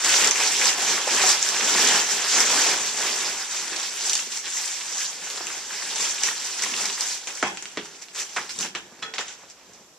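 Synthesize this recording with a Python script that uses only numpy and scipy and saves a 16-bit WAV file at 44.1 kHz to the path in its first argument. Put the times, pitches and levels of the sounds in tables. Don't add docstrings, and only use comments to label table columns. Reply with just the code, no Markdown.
import sys
import numpy as np
from scipy import signal
from scipy.io import wavfile

SR = 44100
rng = np.random.default_rng(int(sys.argv[2]) if len(sys.argv) > 2 else 0)


def generate_wav(sig):
    pcm = np.round(np.clip(np.atleast_2d(sig).T, -1, 1) * 32767).astype(np.int16)
    wavfile.write(sys.argv[1], SR, pcm)


def gain_from_db(level_db):
    decades = np.asarray(level_db, float) / 20
    return 10 ** decades


N = 440118

# weight, rumble, rustle, crackle [Hz]
PUSH_HZ = [130, 480, 1900, 5500]
# (frequency [Hz], density [dB per Hz])
PAPER = [(40, -44), (90, -48), (170, -5), (380, 5), (640, 0.5), (900, 9), (2000, 7), (3500, 5.5), (7000, 1),
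         (10000, -1), (14000, 5)]
# (middle [s], length [s], crackle [dB], heft [dB])
DIGS = [(0.149, 0.31, -20, -10.5), (0.267, 0.16, -24.5, -4.5), (0.441, 0.27, -23, -8.5),
        (0.545, 0.12, -25, -29), (0.661, 0.22, -22.0, -8), (0.836, 0.19, -24.5, -8.5),
        (0.915, 0.11, -23.5, -10), (0.977, 0.16, -27.5, -6), (1.219, 0.4, -22, -8),
        (1.303, 0.089, -17, -17), (1.464, 0.14, -26, -15), (1.629, 0.45, -25.5, -7.5),
        (1.859, 0.4, -21, -6.5), (1.981, 0.19, -24.5, -8.5), (2.131, 0.13, -23.5, -11.5),
        (2.219, 0.2, -28.5, -6), (2.347, 0.29, -23, -28), (2.396, 0.17, -23.5, -5.5),
        (2.611, 0.45, -24.5, -4), (2.619, 0.31, -22.5, -23), (2.861, 0.27, -30, -9), (3.054, 0.26, -26, -7),
        (3.245, 0.38, -29, -7.5), (3.411, 0.16, -33, -12.5)]
# (middle [s], length [s], crackle [dB], heft [dB])
NUDGES = [(1.345, 0.053, -29, -22), (3.564, 0.19, -30.5, -13), (3.734, 0.54, -32, -9.5),
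          (3.836, 0.17, -33, -26), (4.093, 0.42, -28, -14.5), (4.358, 0.16, -31.5, -21),
          (4.473, 0.081, -36.5, -6), (4.626, 0.37, -28.5, -20), (4.95, 0.67, -33, -13),
          (5.021, 0.12, -28.5, -20), (5.314, 0.31, -34.5, -10.5), (5.516, 0.33, -35, -8),
          (5.745, .085, -38, -5.5), (5.977, 0.74, -31, -11.5), (6.032, 0.17, -28, -13),
          (6.1, .129, -35.3, -25), (6.273, 0.15, -28, -10.5), (6.468, .074, -32.5, -18),
          (6.55, .988, -33, -12.5), (6.656, 0.18, -31, -13), (6.84, 0.28, -28, -12.5),
          (7.02, 0.1, -30, -11.5), (7.11, 0.2, -29, -16)]
# (middle [s], length [s], crackle [dB], heft [dB])
SCUFFS = [(7.39, 0.32, -38.5, -12.5), (7.62, 0.6, -46, -8), (7.86, 0.057, -43, -9), (7.96, 0.56, -49, -5.5),
          (7.235, 0.11, -41, -10.5), (8.205, 0.1, -29.5, -13.5), (8.31, 0.29, -42, -11),
          (8.645, 0.13, -35, -9), (8.57, 0.091, -40, -15), (8.9, 0.94, -56.5, -0.5), (9.0, 0.047, -56, 1),
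          (9.1, .07, -58, 13), (9.3, 0.14, -41.5, -10.5), (9.42, 0.18, -54.5, 2), (9.51, 0.049, -46, -25),
          (9.62, 0.22, -61, 4.5), (9.77, 0.26, -57, -1.5)]
# (start [s], length [s], crackle [dB], heft [dB])
JOLTS = [(.048, 0.054, -24.5, -13), (7.275, 0.07, -35.5, -4.5), (7.775, .12, -52, 0),
         (8.018, 0.038, -40, -15), (8.152, 0.061, -38.5, -8), (8.372, 0.18, -39, -7),
         (8.497, 0.043, -34.5, -15), (8.603, 0.05, -31.5, -25), (8.753, 0.066, -44, 4.5),
         (9.028, 0.062, -44, 1), (9.14, 0.042, -38.5, -1.5), (9.185, 0.062, -34, -1)]
# (middle [s], length [s], level [dB])
THUMPS = [(0.846, 0.13, -64), (1.827, 0.23, -39), (2.85, 0.16, -56), (4.25, 0.09, -55), (5.18, 0.18, -53),
          (6.753, 0.26, -42), (7.454, 0.064, -50), (7.79, .08, -50), (8.4, 0.074, -45), (8.598, 0.1, -38),
          (8.65, 0.055, -37), (8.836, 0.13, -54.5), (9.01, 0.16, -50), (9.712, 0.091, -49),
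          (9.827, 0.051, -46)]
# (time [s], peak [dB], facet [Hz], bright click [dB])
SNAPS = [(0.244, 0.5, 2040, -7), (0.272, -4, 4530, -2), (0.309, -8, 2200, 0), (0.401, -4, 2210, -8),
         (0.612, 0, 1960, -16), (0.655, -6, 2070, -3), (0.796, -9, 1980, -21), (1.29, -8, 1910, -1.5),
         (1.392, -13, 4050, -5), (1.426, -7, 3450, -3), (1.488, -4.5, 3700, -5), (2.403, -16.5, 2740, 8.5),
         (2.985, -11, 4430, -15), (3.511, -15, 4000, -8), (4.095, -5.5, 3960, -7), (4.131, -5, 3060, -3),
         (4.152, -6.5, 4040, -3.5), (4.372, -17, 2060, -2), (4.57, -8, 1890, -21), (4.676, -14, 4320, -8),
         (4.98, -16, 4010, -3), (5.3, -11.5, 3700, -11), (5.372, -15, 3860, -20), (5.468, -12, 2540, -7),
         (5.958, -15.5, 4260, -3), (6.234, -6.5, 2500, 0), (6.635, -4.5, 2000, -10.5),
         (6.784, -13, 4300, -12), (6.898, -10, 3580, -15), (7.007, -9.5, 4460, -4), (8.625, -9, 2700, -22)]
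# (time [s], peak [dB], facet [Hz], bright click [dB])
TICKS = [(0.0458, -3, 2360, -8), (0.3561, -5, 2220, -12), (0.4224, -8, 3110, -11), (1.1294, -20, 1960, -8),
         (1.5644, -16, 5000, -8), (1.6894, -15, 3200, -10), (1.8734, -2, 3490, -8), (1.8864, -5, 1860, -8),
         (2.0824, -19, 2340, -10), (2.1074, -15, 1520, -11), (2.2454, -14, 1850, -14),
         (2.287, -20, 4290, -8), (2.8634, -17, 1880, -11), (3.2034, -12, 3770, -8), (3.7978, -13, 3570, -8),
         (3.8294, -17, 4810, -8), (3.9834, -22, 2490, -10), (4.3191, -14, 3030, -10),
         (4.4774, -19, 2520, -8), (4.8559, -16, 2600, -11), (5.1804, -24, 2370, -8),
         (5.5782, -21, 3870, -8), (6.043, -12, 3350, -8), (6.2064, -19, 4430, -8), (6.3784, -21, 3710, -6),
         (6.4434, -21, 5000, -11), (6.5274, -21, 3040, -8), (6.621, -13, 2030, -1), (6.8544, -14, 4930, -1),
         (6.951, -17.5, 4840, -8), (7.0554, -19, 1520, -8), (7.3522, -21, 1360, -4),
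         (7.3721, -19, 1920, -8), (7.4001, -25, 1990, -8), (7.7154, -28, 2010, -8), (8.1154, -36, 2130, -8),
         (8.5394, -39, 4850, -11), (8.5604, -27, 4680, -8), (8.588, -13, 4080, -5), (8.6, -14.5, 2640, -14),
         (8.659, -19, 2040, -7), (9.2814, -20, 3460, -11)]
# (time [s], peak [dB], facet [Hz])
CRINKLES = [(.094, -9, 1730), (0.137, -5.5, 2720), (0.209, -7.5, 2410), (.222, -8.5, 2380),
            (.235, -9, 2300), (0.686, -12, 2980), (0.974, -10, 1580), (1.072, -10.5, 770),
            (1.235, -8.5, 960), (1.605, -10, 2230), (1.856, -13, 2570), (2.495, -14, 3320),
            (2.719, -17, 1410), (3.728, -16, 1970), (3.76, -18, 3650), (4.189, -15.5, 2540),
            (4.268, -33, 400), (4.461, -21, 2770), (4.808, -21, 2630), (5.376, -21.5, 930),
            (5.405, -18.5, 920), (5.499, -20, 1640), (5.703, -20, 1480), (5.818, -16.5, 1450),
            (5.929, -29, 1810), (6.059, -22, 1410), (6.18, -19, 2160), (6.283, -10, 1750),
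            (6.592, -16.5, 2630), (6.659, -18, 920), (6.735, -13, 2470), (6.976, -20, 1400),
            (0.018, -24, 1390), (0.121, -16, 1370), (0.302, -18, 1360), (0.397, -18, 797), (0.617, -21, 982),
        (0.795, -22, 1400), (0.972, -22, 1370), (1.072, -20, 775), (1.143, -19, 538), (1.234, -16, 926),
        (1.424, -30, 789), (1.462, -30, 1090), (1.546, -25, 1020), (1.697, -23, 950), (1.75, -12, 980),
        (2.087, -20, 945), (2.271, -26, 950), (2.313, -26, 972), (2.369, -16, 947), (2.445, -17, 794),
        (2.661, -16, 956), (2.719, -20, 1140), (3.137, -27, 1400), (3.214, -22, 1380), (3.543, -24, 999),
        (3.624, -31, 1250), (3.718, -25, 458), (4.442, -36.5, 1140), (4.808, -28, 1240), (5.404, -28, 396),
        (5.703, -31, 907), (5.802, -29, 837), (5.929, -29, 985), (6.038, -28, 756), (6.23, -29.5, 1010),
        (6.284, -22, 1380), (6.596, -33, 810), (6.632, -24, 907), (6.782, -29, 1130), (6.9, -28, 1230)]
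# (frequency [Hz], t60 [s])
ROOM = [(150, 0.52), (1000, 0.29), (7000, 0.15), (14000, 0.59)]
# (centre [Hz], width [Hz], share removed [0-1])
FLOOR_DIPS = [(293, 57, 0.34), (675, 135, 0.39), (1200, 410, 0.4)]
# (frequency [Hz], density [dB per Hz])
HUSH = [(40, -44), (150, 2), (500, 3), (1500, -6.5), (4000, -12), (8000, -18), (14000, -21)]
# (time [s], peak [dB], centre [Hz], thud [dB], t60 [s])
HOOVES = [
    (7.4265, -1.5, 1300, -16.5, 0.1),
    (7.772, -9, 1980, -11.5, 0.14),
    (7.947, -34, 2160, -6, .029),
    (8.750, -9, 2000, -26, 0.13),
    (8.921, -35, 1380, -5, 0.052),
    (9.138, -12.5, 2740, -32, 0.03),
    (9.182, -6.5, 2290, -44, 0.068),
]
# (time [s], peak [dB], centre [Hz], thud [dB], t60 [s])
SKIDS = [
    (8.361, -10, 1420, -25.5, 0.17),
    (8.585, -33, 260, -30, .06),
    (8.602, -31.5, 300, -30, 0.053),
    (8.645, -20, 1600, -14, .07),
    (9.022, -18, 1850, -20, 0.09),
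    (9.426, -36, 600, -8, .1),
    (9.69, -41, 500, -10, .1),
    (9.745, -41, 600, -10, .1),
    (9.8, -41, 450, -10, .1),
]
# (time [s], peak [dB], centre [Hz], tick [dB])
SCRAPS = [(7.272, -11.5, 2850, -7), (7.471, -20, 3500, -3), (7.572, -12.5, 2700, -11.5),
          (7.624, -20, 2800, -3.5), (7.655, -13.5, 2420, -13), (7.857, -25, 1590, -16),
          (8.016, -28, 3900, -27), (8.084, -23, 2800, -21), (8.148, -30, 3390, 2), (8.19, -16, 4530, -20),
          (8.493, -16, 2870, -15), (8.608, -26, 2700, 10), (9.159, -18, 2640, -23), (9.5, -41, 3500, 7),
          (9.596, -38, 3700, -14), (9.734, -44, 2770, 4)]
# (mode [Hz], level [dB], t60 [s])
FRAME = [(447, -10.5, 0.18), (804, -14, 0.16), (1290, -8, .16), (1345, -10, .2), (1460, -11, 0.098),
         (1785, -8, .16), (1845, -12, .2), (2000, -8, .12), (2293, -12, .1), (2550, -12, .07),
         (3390, -3, .04), (3300, -18, 0.23), (3380, -16, .3), (4130, -7, .04)]
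# (mode [Hz], level [dB], t60 [s])
BOARD = [(330, -14, .03), (800, -3.5, 0.021), (1050, -2, 0.016), (1470, -6, 0.014), (1760, -9, .014),
         (2105, -5, .015), (2600, -8, .012), (3300, -11, .012)]
# (resonance [Hz], sharpness [Q])
PORTS = [(7364, 5.86), (6040, 5.2)]
# (middle [s], length [s], level [dB])
JOGS = [
    (.85, .2, -66),
    (1.83, 0.36, -62),
    (2.87, .2, -63),
    (3.8, .2, -69),
    (7.8, .15, -66),
    (8.4, .15, -66),
    (8.6, .2, -62),
    (8.82, .15, -62),
    (9.05, .2, -65),
    (9.7, .3, -71),
]
EDGES_HZ = 60 * 2 ** np.arange(0, 8.1, .5)

RISE_SHARE, SCUFF_RISE_SHARE, JOLT_RISE_SHARE = 0.49, 0.52, 0.11
LENGTH_SHARE, LEAD_S = 0.91, 0.0057
REST_DB, REST_HEFT_DB = -66, -9
RUSTLE_HEFT, RUSTLE_DB, RUMBLE_DB = 0.58, 3.0, -0.5
WEIGHT_SWING, WEIGHT_DB, WEIGHT_SWAY_DB = 1.02, -20.5, 4.5
AFTER_S, AFTER_DB, AFTER_HEFT_DB = 0.02, -25, -13
FAR_S, FAR_HZ, FAR_DB = (8.65, 9.9), 8500, -13
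HOOF_TICK_DB, SCRAP_THUD_DB, SCRAP_T60_S = -19, -35, 0.031
CLACK_RISE_S, SKID_RISE_S = .0007, .005
KNOCK_S, KNOCK_DB, BOARD_S, BOARD_DB = 9.024, -29, 7.428, -23.5
HUSH_DB, HISS_DB, HANDLING_DB = -57.5, -62, -75.5
WHINE_HZ, WHINE_DB = 11800, -82
RIGHT_TOP_HZ, BASS_CUT_HZ, CUTOFF_HZ = 10200, 104, 14750


def rms_one(x):
    return x / np.sqrt(np.mean(x ** 2) + 1e-20)


def at_hz(points, hz):
    points = np.array(points)
    return np.interp(np.log(hz), np.log(points[:, 0]), points[:, 1])


def band(x, low_hz, high_hz):
    edges_hz = [low_hz, min(high_hz, .45 * SR)]
    return signal.sosfilt(signal.butter(2, edges_hz, "band", fs=SR, output="sos"), x)


def high_pass(x, order, hz):
    return signal.sosfilt(signal.butter(order, hz, "high", fs=SR, output="sos"), x)


def drift(rate_hz):
    r = np.exp(-80 * np.pi * rate_hz / SR)
    noise = rng.standard_normal(N // 40 + 2002)
    slow = signal.lfilter([1], [1, -2 * r, r * r], noise)[2000:]
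    return np.interp(np.arange(N) / 40, np.arange(len(slow)), rms_one(slow))


def bell(late_s, length_s, db, rise):
    side_s = length_s * np.where(late_s < 0, rise, 1 - rise)
    return gain_from_db(2 * db - 20 * (late_s / side_s) ** 2)


def ring(clicks, hz, t60_s):
    r, w = gain_from_db(-60 / (t60_s * SR)), 2 * np.pi * hz / SR
    return signal.lfilter([0, np.sin(w)], [1, -2 * r * np.cos(w), r * r], clicks + 1e-18)


def add(out, burst, s, db):
    at = round(s * SR)
    out[at:at + len(burst)] += gain_from_db(db) * (burst / np.abs(burst).max())[:N - at]


def effort():
    s = np.arange(0, N / SR + .01, .002)
    crackle, heft = gain_from_db(2 * REST_DB), gain_from_db(2 * (REST_DB + REST_HEFT_DB))
    after = [(at + 0.0029, AFTER_S, db + AFTER_DB, AFTER_HEFT_DB) for at, db, *_ in SNAPS + TICKS]
    groups = ((DIGS + NUDGES, RISE_SHARE, LEAD_S),
              (SCUFFS, SCUFF_RISE_SHARE, LEAD_S),
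              (JOLTS + after, JOLT_RISE_SHARE, 0))
    for rows, rise, lead_s in groups:
        for middle_s, length_s, db, heft_db in rows:
            power = bell(s - middle_s + lead_s, LENGTH_SHARE * length_s, db, rise)
            crackle = crackle + power
            heft = heft + power * gain_from_db(2 * heft_db)
    crackle_db, heft_db = 10 * np.log10(crackle), 10 * np.log10(heft)
    rustle_db = crackle_db + RUSTLE_HEFT * (heft_db - crackle_db) + RUSTLE_DB
    sway = np.interp(s, np.arange(N) / SR, drift(14.0))
    weight = gain_from_db(2 * (WEIGHT_SWING * heft_db + WEIGHT_DB + WEIGHT_SWAY_DB * sway))
    for middle_s, length_s, db in THUMPS:
        weight = weight + bell(s - middle_s, length_s, db, SCUFF_RISE_SHARE)
    return s, crackle_db + 3.0, rustle_db, heft_db + RUMBLE_DB, 10 * np.log10(weight)


def creases(per_s, spread_db, clump_db):
    sizes = gain_from_db(spread_db * np.minimum(rng.exponential(1, N), 5)) * rng.choice([-1, 1], N)
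    born = rng.random(N) < per_s * gain_from_db(clump_db * drift(25)) / SR
    return rms_one(sizes * born)


def at_ports(per_s, spread_db, clump_db):
    draws = [creases(per_s, spread_db, clump_db) for place in range(3)]
    return np.array([sum(draws), sum(np.roll(d, k - 1) for k, d in enumerate(draws))])


def paper():
    s, crackle_db, rustle_db, rumble_db, weight_db = effort()
    crackle_db = crackle_db - 10.5
    rustle_db = np.maximum(rustle_db - 3, crackle_db - 2)
    layers_db = np.array([weight_db + 19, rumble_db + 5, rustle_db, crackle_db])
    wide = at_ports(500, spread_db=5.0, clump_db=7.0)
    small = [at_ports(900, spread_db=2.0, clump_db=5.0) for draw in range(2)]
    flips = creases(15, spread_db=2.5, clump_db=2.5)
    out, time = np.zeros((2, N)), np.arange(N) / SR
    for k, (low, high) in enumerate(zip(EDGES_HZ, EDGES_HZ[1:])):
        hz = np.sqrt(low * high)
        shares = np.array([np.interp(np.log(hz), np.log(PUSH_HZ), only) for only in np.eye(4)])
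        gain_db = np.interp(time, s, shares @ layers_db) + at_hz(PAPER, hz) - 1.5
        gain_db += 1.01 * drift(12.0) + 0.84 * drift(43.0)
        if hz > FAR_HZ:
            gain_db += np.interp(time, FAR_S, [0, FAR_DB])
        grains = band(0.49 * wide + 0.87 * np.roll(small[k % 2], 997 * k, axis=1), low, high)
        facets = np.zeros(N)
        for shift, pitch in rng.random((5, 2)):
            facet_hz = low * (high / low) ** pitch
            facets += rms_one(ring(np.roll(flips, int(shift * N)), facet_hz, 14 / hz))
        out += gain_from_db(gain_db) * (grains + 0.23 * np.sqrt((high - low) / SR) * facets)
    return out


def snaps():
    out, time = np.zeros(N), np.arange(round(.02 * SR)) / SR
    for s, db, hz, click_db in SNAPS + TICKS:
        tear = rng.standard_normal(len(time)) * np.minimum(time / 0.0011, 1) ** 2
        add(out, band(tear * gain_from_db(-60 * time / 0.009), 4260, 8800), s, db + click_db - 5.0)
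        add(out, band(tear * gain_from_db(-60 * time / 0.04), hz / 1.12, hz * 1.22), s, db - 16.0)
    for s, db, hz in CRINKLES:
        fold = rng.standard_normal(len(time)) * np.hanning(len(time)) * gain_from_db(-60 * time / 0.03)
        add(out, band(fold, hz / 1.59, hz * 1.35), s - .002, db - 6.5)
    return out


def room(x):
    hop, time = 5000, np.arange(13000) / SR
    places, octaves_hz = N // hop + 2, EDGES_HZ[::2]
    noise = rng.standard_normal((2, places, len(time))) * (time > .004)
    mid, side = sum(band(noise, low, high) * gain_from_db(-60 * time / at_hz(ROOM, low))
                    for low, high in zip(octaves_hz, octaves_hz[1:]))
    side = 2.8 * high_pass(side, 1, 3000)
    echoes = np.array([mid + side, mid - side]) / np.sqrt(np.sum(mid ** 2) / places)
    padded, out = np.pad(x, (hop, 3 * hop)), np.zeros((2, N + 8 * hop))
    for k in range(places):
        piece = padded[k * hop:(k + 2) * hop] * np.hanning(2 * hop)
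        heard = signal.fftconvolve(piece[None], echoes[:, k], axes=1)
        out[:, k * hop:k * hop + heard.shape[1]] += heard
    return out[:, hop:hop + N]


def floor_bounce(x):
    for hz, width_hz, share in FLOOR_DIPS:
        x = x - share * signal.lfilter(*signal.iirpeak(hz, hz / width_hz, fs=SR), x)
    return x


def hush():
    mid, side = rng.standard_normal((2, N))
    side = high_pass(side, 1, 2200)
    pair = np.array([mid + side, mid - side])
    tone = np.zeros((2, N))
    for k, (low, high) in enumerate(zip(EDGES_HZ, EDGES_HZ[1:])):
        tone += gain_from_db(at_hz(HUSH, low * 0.98)) * band(np.roll(pair, 997 * k, axis=1), low, high)
    return gain_from_db(HUSH_DB) * rms_one(tone)


def knock(modes, s, db, chatter_s):
    out, time = np.zeros(N), np.arange(round(.4 * SR)) / SR
    for hz, mode_db, t60_s in modes:
        chatter = rng.standard_normal(len(time)) * time * np.exp(-time / chatter_s)
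        add(out, ring(chatter, hz, t60_s), s, db + mode_db)
    return out


def steps(rattle):
    out, time = np.zeros(N), np.arange(round(.15 * SR)) / SR
    blows = [(*row, HOOF_TICK_DB, CLACK_RISE_S) for row in HOOVES]
    blows += [(*row, HOOF_TICK_DB, SKID_RISE_S) for row in SKIDS]
    blows += [(s, db, hz, SCRAP_THUD_DB, SCRAP_T60_S, tick_db, CLACK_RISE_S) for s, db, hz, tick_db in SCRAPS]
    for s, db, hz, thud_db, t60_s, tick_db, rise_s in blows:
        noise = rng.standard_normal(len(time))
        blow = rattle * noise * gain_from_db(-60 * time / t60_s) * np.minimum(time / rise_s, 1)
        blow[round(rise_s * SR)] += 10.7 * CLACK_RISE_S / rise_s
        add(out, band(band(blow, hz / 1.82, hz * 1.71), 110, hz * 2), s, db - 6.5)
        add(out, band(blow, 180, 460), s + 0.00055, db + thud_db - 4.5)
        add(out, band(blow * gain_from_db(-60 * time / 0.11), 3440, 8300), s, db + tick_db + .3)
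    out += knock(FRAME, KNOCK_S, KNOCK_DB, chatter_s=0.0038)
    return out + knock(BOARD, BOARD_S, BOARD_DB, chatter_s=0.019)


def scene():
    heap, cracks = paper(), snaps()
    wet = gain_from_db(-11.5) * heap.mean(axis=0) + gain_from_db(-9.0) * cracks + gain_from_db(-2.5) * steps(rattle=0.05)
    return floor_bounce(heap + cracks + room(wet)) + steps(rattle=1.0) + hush()


def ports(dry):
    out = []
    for x, (hz, sharpness) in zip(dry, PORTS):
        w = 2 * SR * np.tan(np.pi * hz / SR)
        out.append(signal.lfilter(*signal.bilinear([w * w], [1, w / sharpness, w * w], SR), x))
    top = signal.butter(2, RIGHT_TOP_HZ, fs=SR, output="sos")
    out[1] = gain_from_db(1.13) * signal.sosfiltfilt(top, out[1])
    return np.array(out)


def circuit_and_hand():
    hiss = rng.standard_normal((2, N))
    whine = rms_one(band(hiss, WHINE_HZ - 40, WHINE_HZ + 40))
    hand_power = gain_from_db(2 * HANDLING_DB + 6.6 * drift(1.9))
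    for middle_s, length_s, db in JOGS:
        hand_power = hand_power + bell(np.arange(N) / SR - middle_s, length_s, db, .5)
    hand = rms_one(band(hiss, 37, 190)) * np.sqrt(hand_power)
    return gain_from_db(HISS_DB) * hiss + gain_from_db(WHINE_DB) * whine + hand


def roll_off(x):
    return signal.sosfilt(signal.butter(12, 14450, fs=SR, output="sos"), x)


def record(dry):
    out = high_pass(np.tanh(ports(dry)), 3, BASS_CUT_HZ) + circuit_and_hand()
    out = signal.sosfilt(signal.cheby2(12, 50, CUTOFF_HZ, fs=SR, output="sos"), out)
    return roll_off(out)


dry = scene()
out = record(dry)
generate_wav(out)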